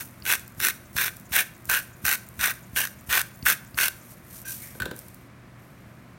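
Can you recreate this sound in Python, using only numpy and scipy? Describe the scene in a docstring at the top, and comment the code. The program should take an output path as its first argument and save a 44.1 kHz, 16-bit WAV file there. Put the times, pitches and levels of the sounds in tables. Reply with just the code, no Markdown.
"""A home kitchen: a hand-twisted salt mill makes a run of short turns over a steel bowl.
Each turn takes up its slack with a soft thump, then crushes crystals that ring the housing and,
faintly, the bowl. Salt trickles and ticks; the hand regrips with a squeak.
The mill is tipped upright, its salt slides back, and it rocks to rest on the stone counter.
An appliance hums; a faint background hiss drops out briefly near the end."""
import sys
import numpy as np
from scipy import signal
from scipy.fft import rfft, irfft, next_fast_len
from scipy.io import wavfile
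from scipy.ndimage import map_coordinates

SR = 44100
rng = np.random.default_rng(int(sys.argv[2]) if len(sys.argv) > 2 else 0)


def to_wav(sig):
    """Store sig (one row per channel, or 1-D mono) as 16-bit WAV at the path in sys.argv[1].

    Samples outside -1..1 are clipped; the rate is SR.
    """
    pcm = np.clip(np.atleast_2d(sig), -1, 1) * 32767
    pcm = np.round(pcm).astype(np.int16)
    wavfile.write(sys.argv[1], SR, pcm.T)  # frames by channels


N = 272538

# Wrist turns. Each row: start in seconds, length in seconds, crunch level in dB, rise after the bite
# in dB, sag to the end in dB, shell and burr seat ring in dB relative to the crunch,
# slack before the bite in seconds, thump level in dB.
TURNS = [ (-0.1, 0.12, -27, 5, 9.9, -2.5, -6, 0.015, -33),
         (0.263, 0.092, -21.5, 8.7, 8.1, -1.5, -3, 0.043, -42),
         (0.602, 0.1, -23, 12, 2.2, -2, -3.5, 0.021, -36.5),
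         (0.965, 0.12, -23, 8.3, 8.8, -0.5, -4, 0.011, -34.5),
         (1.327, 0.097, -20.5, 7.3, 9.9, -1, -2.5, 0.014, -35.5),
         (1.696, 0.103, -24.5, 1.7, 8.1, 2, -4.5, 0.018, -38),
         (2.051, 0.098, -24, 4.7, 1.4, -1.5, -4, 0.012, -31),
         (2.402, 0.11, -24.5, 7.7, 7.2, 2.5, -1.5, 0.012, -34),
         (2.763, 0.093, -22.5, 2, 11, -1, -4.5, 0.03, -34.5),
         (3.099, 0.11, -22.5, 5.5, 5.6, 0, -3.5, 0.013, -33),
         (3.46, 0.073, -19.5, 3.7, 8.8, 0, -4, 0.031, -30.5),
         (3.78, 0.1, -22.5, 2.8, 4.6, -2, -6, 0.037, -37.5)]
# Spectrum of breaking salt. Each row: frequency in Hz, relative gain in dB.
CRUNCH_SPECTRUM = [(150, -16), (400, -9), (700, -10.5), (1100, -8.5), (3000, -11.5), (4300, -4.5),
                   (4900, -8.5), (6000, -1), (6800, -6), (7700, -7), (8700, -2), (9900, -3.5),
                   (10500, -4.5), (11800, 0.5), (15800, -2.5)]
# Housing modes, shell (low) and burr seat (high). 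Each row: frequency in Hz, width in Hz, gain in dB.
SHELL_MODES = [(1030, 360, -21), (1517, 170, -1.5), (1706, 192, -1.5), (1844, 227, -4)]
SEAT_MODES = [(2236, 223, -1.5), (2420, 124, 3.5), (2760, 430, -3), (3426, 210, -3.5), (3900, 220, -13.5)]
SPIKE_DB = -12.5  # first instant of a break, relative to its spray


def grinding():
    """Crystals crumble and chip between the burrs, heard directly and through the housing."""
    crumble = amp(-1) * grains(per_s=760, spread_db=0, t60_s=0.016)
    chips = amp(12.5) * scattered_blows(per_s=80, spread_db=4.5)
    spray = crumble + amp(11) * (snaps(chips, t60_s=0.0086) + amp(SPIKE_DB) * chips)
    jolts = crumble + amp(6.5) * chips
    direct, housing = np.zeros((2, N))
    for start_s, length_s, db, rise_db, sag_db, shell_db, seat_db, _, _ in TURNS:
        force = amp(db) * twist_force(start_s, length_s, rise_db, sag_db)
        direct += amp(-1.23) * force * close_echoes(spray, echo_db=-14.5)
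        housing += amp(shell_db - 3.5) * ringing(force * jolts, gripped(SHELL_MODES))
        housing += amp(seat_db - 2.5) * ringing(force * jolts, gripped(SEAT_MODES))
    return coloured(direct, CRUNCH_SPECTRUM) + housing


def twist_force(start_s, length_s, rise_db, sag_db):
    """One twist: the burrs bite, the force builds, holds, sags and lets go."""
    bite_s, attack_s, release_s = 0.0073, 0.035, 0.0091
    rub_db = -9.5  # burrs that only rub
    hold_end_s = max(0.55 * length_s, attack_s)
    times_s = start_s + np.array([-bite_s, 0, attack_s, hold_end_s, length_s, length_s + release_s])
    return envelope(times_s, [rub_db - rise_db, -rise_db, 0, 0, -sag_db, rub_db - sag_db])


def gripped(modes, detune=0.024, spread_db=1.5):
    """Each grip shifts the pitch and level of every housing mode a little."""
    draws = rng.standard_normal((len(modes), 2))
    return [(hz * (1 + detune * sharper), width_hz, db + spread_db * louder)
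            for (hz, width_hz, db), (sharper, louder) in zip(modes, draws)]


def close_echoes(x, echo_db, count=6):
    """Hands and bowl add echoes at random delays of 0.5 to 3.3 ms."""
    delays = rng.integers(SR // 2000, SR // 300, count)
    response = np.bincount(delays, amp(echo_db) * rng.choice([-1, 1], count))
    response[0] = 1
    return convolved(x, response)


# Big breaks. Each row: time in seconds, level in dB, shell and burr seat ring offsets in dB.
CRACKS = [(0.2532, -12, -15, -9), (0.2643, -14, -25, -1.5), (0.3008, -3, -10, -18),
          (0.3245, 3.5, -16.5, -38), (0.3356, 0, -12.5, -8.5), (0.6017, -5.5, -14.5, -13),
          (0.6497, -4, -12, -8), (0.6845, 0, -12.5, -25), (0.9656, -4.5, -15.5, -16),
          (0.9845, -8, -5.5, -2), (1.08, -10, -8.5, -4), (1.366, -6, -10, -17), (1.3872, -6, -8, -5.5),
          (1.4069, -1.5, -19, -10), (1.6975, -1, -13, -16), (1.7143, -3, -15, -17), (1.7483, -3.5, -14, -7),
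          (2.0521, -4, -15, -25), (2.0647, 1, -21, -28), (2.08, -6, -7, -30), (2.149, -12, -24, -19),
          (2.393, -15, -10, -9.5), (2.441, -3, -7.5, -5.5), (2.4741, -2, -30, -12), (2.5075, -6, -22, -25),
          (2.7619, -11.5, -10, 0), (2.8204, -15, -17, -18), (2.8522, -7, -14, -23), (2.8723, -11, -14, -22),
          (3.1323, -14.5, 2, 4.5), (3.178, -4.5, -11, -16), (3.215, -2, -20, -25), (3.4653, -7.5, 2, -9),
          (3.5007, 2.5, -12, -27), (3.778, -6.5, -10, -31), (3.7864, -4, -7.5, -2.5),
          (3.8013, -4, -11, -33), (3.84, -7, -20, -0.5), (3.8824, 0.5, -30, -19)]


def cracks():
    """A big crystal snaps, and its jolt strikes the housing as one blow."""
    direct, shell, seat = np.zeros((3, N))
    for at_s, db, shell_db, seat_db in CRACKS:
        snap = burst(t60_s=0.012)
        snap[0] += amp(SPIKE_DB)
        add(direct, at_s, amp(db + 2.5) * snap)
        add(shell, at_s, amp([db + shell_db + 13.5]))
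        add(seat, at_s, amp([db + seat_db + 7.5]))
    return coloured(direct, CRUNCH_SPECTRUM) + ringing(shell, SHELL_MODES) + ringing(seat, SEAT_MODES)


# Spectrum of a dull push. Each row: frequency in Hz, relative gain in dB.
THUMP_SPECTRUM = [(20, -40), (35, -22), (60, 0.5), (140, -5), (250, -9.5), (500, -35), (1500, -49)]


def slack_thumps(gap_s=0.01506):
    """The wrist takes up the slack before each turn: a dull push, then a weaker one."""
    pushes = np.zeros(N)
    for start_s, *_, slack_s, db in TURNS:
        add(pushes, start_s - slack_s, amp([db + 24.5]))
        add(pushes, start_s - slack_s + gap_s, amp([db + 15]))
    return coloured(pushes, THUMP_SPECTRUM)


# Scrape before landing. Each row: time in seconds, level in dB.
SCRAPE_LEVELS = [(4.595, -64), (4.638, -47.5), (4.718, -56.5), (4.74, -62)]
# Base contacts. Each row: time in seconds, level in dB, ring, thud and clack offsets in dB.
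KNOCKS = [(4.751, -32.5, -16, -2.5, -15), (4.801, -12.5, -11, -22, -14.5), (4.82, -9, -11.5, -34, -19.5),
          (4.83, -25.5, -11, -6, -9), (4.856, -22, -13, -13, -6), (4.858, -17.5, -15, -7, -20),
          (4.912, -24.5, -14, -2, -9)]
# Spectrum of a contact. Each row: frequency in Hz, relative gain in dB.
CLACK_SPECTRUM = [(500, -20), (1500, 3.5), (2200, -7), (3400, -1.5), (4300, -4.5), (5200, -11),
                  (9000, -11.5), (15800, -10)]
# Modes of the base-struck housing and the counter. Each row: frequency in Hz, width in Hz, gain in dB.
BASE_MODES = [(1533, 85, 13), (1810, 110, 2), (2440, 41, -3), (3240, 130, -8), (3590, 110, -10)]
COUNTER_MODES = [(202, 150, 1), (380, 170, 0), (525, 78, 1), (1020, 43, -7)]


def set_down():
    """The mill scrapes, then rocks: each contact clacks, rings the housing and thuds in the counter."""
    friction = envelope(*np.transpose(SCRAPE_LEVELS)) * grains(per_s=1700, spread_db=0, t60_s=0.006)
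    scrape = ringing(friction, [(1930, 340, 0), (2350, 300, -2)])
    clack, ring, thud, weight = np.zeros((4, N))
    for at_s, db, ring_db, thud_db, clack_db in KNOCKS:
        add(clack, at_s, amp(db + clack_db + 21.5) * burst(t60_s=0.024))
        add(ring, at_s + 0.000985, amp([db + ring_db + 20.5]))
        add(thud, at_s + 0.0023, amp([db + thud_db + 20]))
    add(weight, 4.812, amp([-5]))  # full weight arrives just after first contact
    contacts = coloured(clack, CLACK_SPECTRUM) + ringing(ring, BASE_MODES) + ringing(thud, COUNTER_MODES)
    return scrape + contacts + coloured(weight, THUMP_SPECTRUM)


# Three hiss curves. First two: salt shifts as the mill is righted, then lowered. Last: salt settles,
# then a faint background hiss drops out near 5.3 s and returns near 5.6 s.
# Each row: time in seconds, level in dB.
CLOSING_HISS_LEVELS = [
    [(3.93, -62), (3.946, -58), (4.1, -51.5), (4.112, -48), (4.206, -64.5), (4.364, -42), (4.44, -51.5)],
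    [(4.452, -44), (4.5, -33.5), (4.52, -33.5), (4.598, -45), (4.642, -41), (4.7, -49), (4.79, -49.5)],
    [(4.93, -64), (4.97, -49.5), (5.276, -66.5), (5.282, -79), (5.562, -76), (5.598, -64.5), (6.15, -71)],
]
# Spectrum of the hiss. Each row: frequency in Hz, relative gain in dB.
HISS_SPECTRUM = [(1200, -15), (2500, -10), (3600, -8.5), (4900, -8), (6000, -2.5), (7700, -4.5),
                 (9200, 2.5), (10400, -2.5), (13000, 4.5), (15800, -4.5)]
REGRIP_DELAY_S = 0.115  # after the end of a turn


def salt_and_background_hiss():
    """Fine salt is stirred, trickles and is shaken at each turn, then tipped; background hiss follows."""
    stir_s, stir_db = 0.036, -42.5
    trickle_db, fall_db_per_s = -41.5, 198
    shake_half_s, shake_db = 0.33, -60.5
    power = sum((amp(-1.24) * envelope(*np.transpose(curve))) ** 2 for curve in CLOSING_HISS_LEVELS)
    for start_s, length_s, *_ in TURNS:
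        end_s = start_s + length_s
        flow = envelope([start_s - stir_s, start_s, end_s, end_s + 1],
                        [stir_db - 16, stir_db, trickle_db, trickle_db - fall_db_per_s])
        shake_times_s = end_s + REGRIP_DELAY_S + shake_half_s * np.array([-1, 0, 1])
        shake = envelope(shake_times_s, [shake_db - 8, shake_db, shake_db - 8])
        power += flow ** 2 + shake ** 2
    hiss = amp(1.5) * np.sqrt(power) * grains(per_s=1100, spread_db=7, t60_s=0.031)
    return coloured(hiss, HISS_SPECTRUM)


# Loudest loose grains. Each row: time in seconds, level in dB.
TICKS = [(0.3953, -24), (0.479, -27.5), (1.168, -25.5), (1.1985, -29), (1.6546, -23), (2.2884, -28.5),
         (3.6483, -36), (4.417, -28), (4.9638, -27), (4.9906, -23), (5.084, -29), (5.1454, -32)]
# Spectrum of one grain. Each row: frequency in Hz, relative gain in dB.
TICK_SPECTRUM = [(1500, -34), (4000, -11), (7000, -1), (9500, 1.5), (14000, 3), (15800, 7)]


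def salt_ticks():
    """Single grains tick: a few loud ones, and faint strays while the mill is worked."""
    last_start_s, last_length_s, *_ = TURNS[-1]
    working = np.arange(N) / SR < last_start_s + last_length_s + REGRIP_DELAY_S
    drops = amp(-39) * scattered_blows(per_s=20, spread_db=3) * working
    for at_s, db in TICKS:
        add(drops, at_s, amp([db]))
    return coloured(amp(13) * snaps(drops, t60_s=0.009), TICK_SPECTRUM)


# Sliding salt. Each row: time in seconds, level in dB.
SLIDE_LEVELS = [(4.445, -44), (4.455, -45), (4.5, -41), (4.56, -64)]
# Salt chamber modes. Each row: frequency in Hz, width in Hz, gain in dB.
CHAMBER_MODES = [(1580, 47, 1.5), (1623, 40, -4), (2500, 85, -10), (5850, 130, -11)]


def salt_slide():
    """As the mill is righted, its load slides down the wall and rings the chamber."""
    sliding = envelope(*np.transpose(SLIDE_LEVELS)) * grains(per_s=1900, spread_db=5, t60_s=0.005)
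    return ringing(sliding, CHAMBER_MODES)


# Rotor hitting its stop. Each row: time in seconds, level in dB.
CLICKS = [(0.223, -32.5), (3.4265, -31), (3.7448, -35)]


def rotor_clicks():
    """Small plastic clicks as the rotor changes direction."""
    taps = np.zeros(N)
    for at_s, db in CLICKS:
        add(taps, at_s, amp([db + 13]))
    return ringing(taps, [(2770, 200, -9), (4520, 300, -1.5), (4970, 500, -6)])


def grip_squeaks(centre_hz=6950, jitter_hz=900, squeak_s=0.03, scatter_s=0.012, db=-57, spread_db=3):
    """The shifting grip gives a short narrow-band chirp after every turn but the first."""
    track = np.zeros(N)
    t = np.arange(int(squeak_s * SR)) / SR
    knots_s = np.linspace(0, squeak_s, 48)
    for start_s, length_s, *_ in TURNS[1:]:
        later, louder = rng.standard_normal(2)
        pitch_hz = centre_hz + jitter_hz * np.interp(t, knots_s, rng.standard_normal(len(knots_s)))
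        chirp = np.sin(np.pi * t / squeak_s) * np.sin(2 * np.pi * np.cumsum(pitch_hz) / SR)
        at_s = start_s + length_s + REGRIP_DELAY_S + scatter_s * later
        add(track, at_s, amp(db + spread_db * louder) * chirp)
    return track


# Steel bowl mode clusters. Each row: frequency in Hz, width in Hz, gain in dB.
BOWL_MODES = [(1515, 130, 0), (2510, 130, -7)]


def bowl(crunch):
    """The bowl faintly picks up the grinding and holds it in clusters of close modes."""
    held = convolved(crunch, burst(t60_s=0.55, size=SR // 2))
    return amp(-37) * ringing(held, BOWL_MODES)


# Kitchen decay. Each row: frequency in Hz, T60 in seconds.
KITCHEN_T60 = [(150, 0.45), (1500, 0.34), (5000, 0.37), (15000, 0.16)]


def kitchen_reverb(x, onset_s=0.00067):
    """Nearby walls answer; the treble dies first."""
    hz, t, noise = signal.stft(rng.standard_normal(SR * 2 // 3), SR, nperseg=256)
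    decay = amp(-60 * t / at_hz(KITCHEN_T60, hz)[:, None])
    tail = signal.istft(noise * decay, SR, nperseg=256)[1]
    onset = 1 - np.exp(-np.arange(len(tail)) / SR / onset_s)
    return convolved(x, tail * onset)


# Hum partials. Each row: frequency in Hz, level in dB.
HUM_PARTIALS = [(119.5, -51), (204, -60.5), (351, -62.5)]


def appliance_hum():
    """Three low tones, each slightly unsteady in level and phase."""
    t = np.arange(N) / SR
    hum = np.zeros(N)
    for hz, db in HUM_PARTIALS:
        gain = amp(db - 1 + 0.7 * wobble(knots_per_s=4.18))
        hum += gain * np.sin(2 * np.pi * hz * t + 0.11 * wobble(knots_per_s=2.46))
    return hum


# Spectrum of the room's air. Each row: frequency in Hz, relative gain in dB.
AIR_SPECTRUM = [(18, -39), (32, -19), (62, -8), (110, -7.5), (180, -6.5), (260, -11), (430, -21),
                (650, -17.5), (830, -24), (1050, -20), (2300, -24.5), (3000, -33), (5000, -38),
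                (15800, -45.5)]


def room_air():
    """Steady air noise, mostly bass."""
    return amp(-49.5) * unit_rms(coloured(rng.standard_normal(N), AIR_SPECTRUM))


def burst(t60_s, size=2048):
    """Decaying noise, energy 1."""
    spray = rng.standard_normal(size) * amp(-60 * np.arange(size) / SR / t60_s)
    return spray / np.linalg.norm(spray)


def grains(per_s, spread_db, t60_s):
    """A stream of tiny noise bursts at uneven intervals, rms 1."""
    starts = np.cumsum(rng.gamma(2, SR / per_s / 2, size=N // 8)).astype(int)
    starts = starts[starts < N]
    sizes = amp(spread_db * rng.uniform(-1, 1, len(starts)))
    blows = np.sqrt(np.bincount(starts, sizes ** 2, N))
    return unit_rms(snaps(blows, t60_s))


def scattered_blows(per_s, spread_db, count=600):
    """Impulses of uneven size at uneven intervals."""
    starts = np.cumsum(rng.gamma(2, SR / per_s / 2, size=count)).astype(int)
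    sizes = amp(spread_db * rng.uniform(-1, 1, count))
    return np.bincount(starts, sizes, N)[:N]


def snaps(blows, t60_s):
    """Each blow becomes a short spray of noise of the same energy."""
    pole = amp(-120 / (t60_s * SR))
    power = signal.lfilter([1 - pole], [1, -pole], blows ** 2)
    return np.sqrt(power) * rng.standard_normal(N)


def ringing(x, modes, size=8192):
    """x through resonances of alternating sign, each (frequency in Hz, width in Hz, relative dB)."""
    f = np.fft.rfftfreq(size, 1 / SR)
    response = sum((-1) ** k * amp(db) * 1j * f * width_hz / (hz * hz - f * f + 1j * f * width_hz)
                   for k, (hz, width_hz, db) in enumerate(modes))
    return convolved(x, irfft(response))


def coloured(x, spectrum, size=8192):
    """x through a minimum-phase filter with the given spectral shape."""
    gain = amp(at_hz(spectrum, np.fft.rfftfreq(size, 1 / SR)))
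    cepstrum = irfft(np.log(gain))
    cepstrum[1:size // 2] *= 2
    cepstrum[size // 2 + 1:] = 0
    return convolved(x, irfft(np.exp(rfft(cepstrum))))


def convolved(x, response):
    """Convolve with the response scaled to energy 1."""
    return signal.fftconvolve(x, response / np.linalg.norm(response))[:N]


def envelope(times_s, db):
    """A dB curve as gain per sample, silent outside its span."""
    return amp(np.interp(np.arange(N) / SR, times_s, db, left=-200, right=-200))


def wobble(knots_per_s):
    """A smooth random curve."""
    knots = rng.standard_normal(int(N * knots_per_s / SR) + 4)
    return map_coordinates(knots, [np.arange(N) * knots_per_s / SR])


def at_hz(points, hz):
    """Read (Hz, value) points on a log frequency axis."""
    points_hz, values = np.transpose(points)
    return np.interp(np.log(hz + 1), np.log(points_hz + 1), values)


def add(track, at_s, sound):
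    """Mix a sound in; skip it if it starts before zero."""
    if at_s >= 0:
        span = track[round(at_s * SR):][:len(sound)]
        span += sound[:len(span)]


def amp(db):
    """Decibels to gain."""
    return 10 ** (np.asarray(db) / 20)


def unit_rms(x):
    """Scale to rms 1."""
    return x / np.sqrt(np.mean(x ** 2) + 1e-20)


def scene():
    """The mill is worked close by and put down farther away, with the kitchen around it."""
    crunch = grinding() + cracks()
    near = crunch + bowl(crunch) + slack_thumps()
    near += salt_and_background_hiss() + salt_ticks() + salt_slide()
    near += grip_squeaks() + rotor_clicks()
    far = set_down()
    reverb = kitchen_reverb(amp(-17) * near + amp(-9.5) * far)
    return (near + amp(-1.5) * far + reverb + appliance_hum() + room_air())[None]


def record(dry):
    """Brick-wall low-pass."""
    cutoff_hz = 15850
    size = next_fast_len(N + SR // 2)
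    passband = np.fft.rfftfreq(size, 1 / SR) < cutoff_hz
    return irfft(rfft(dry, size) * passband, size)[..., :N]


dry = scene()
out = record(dry)
to_wav(out)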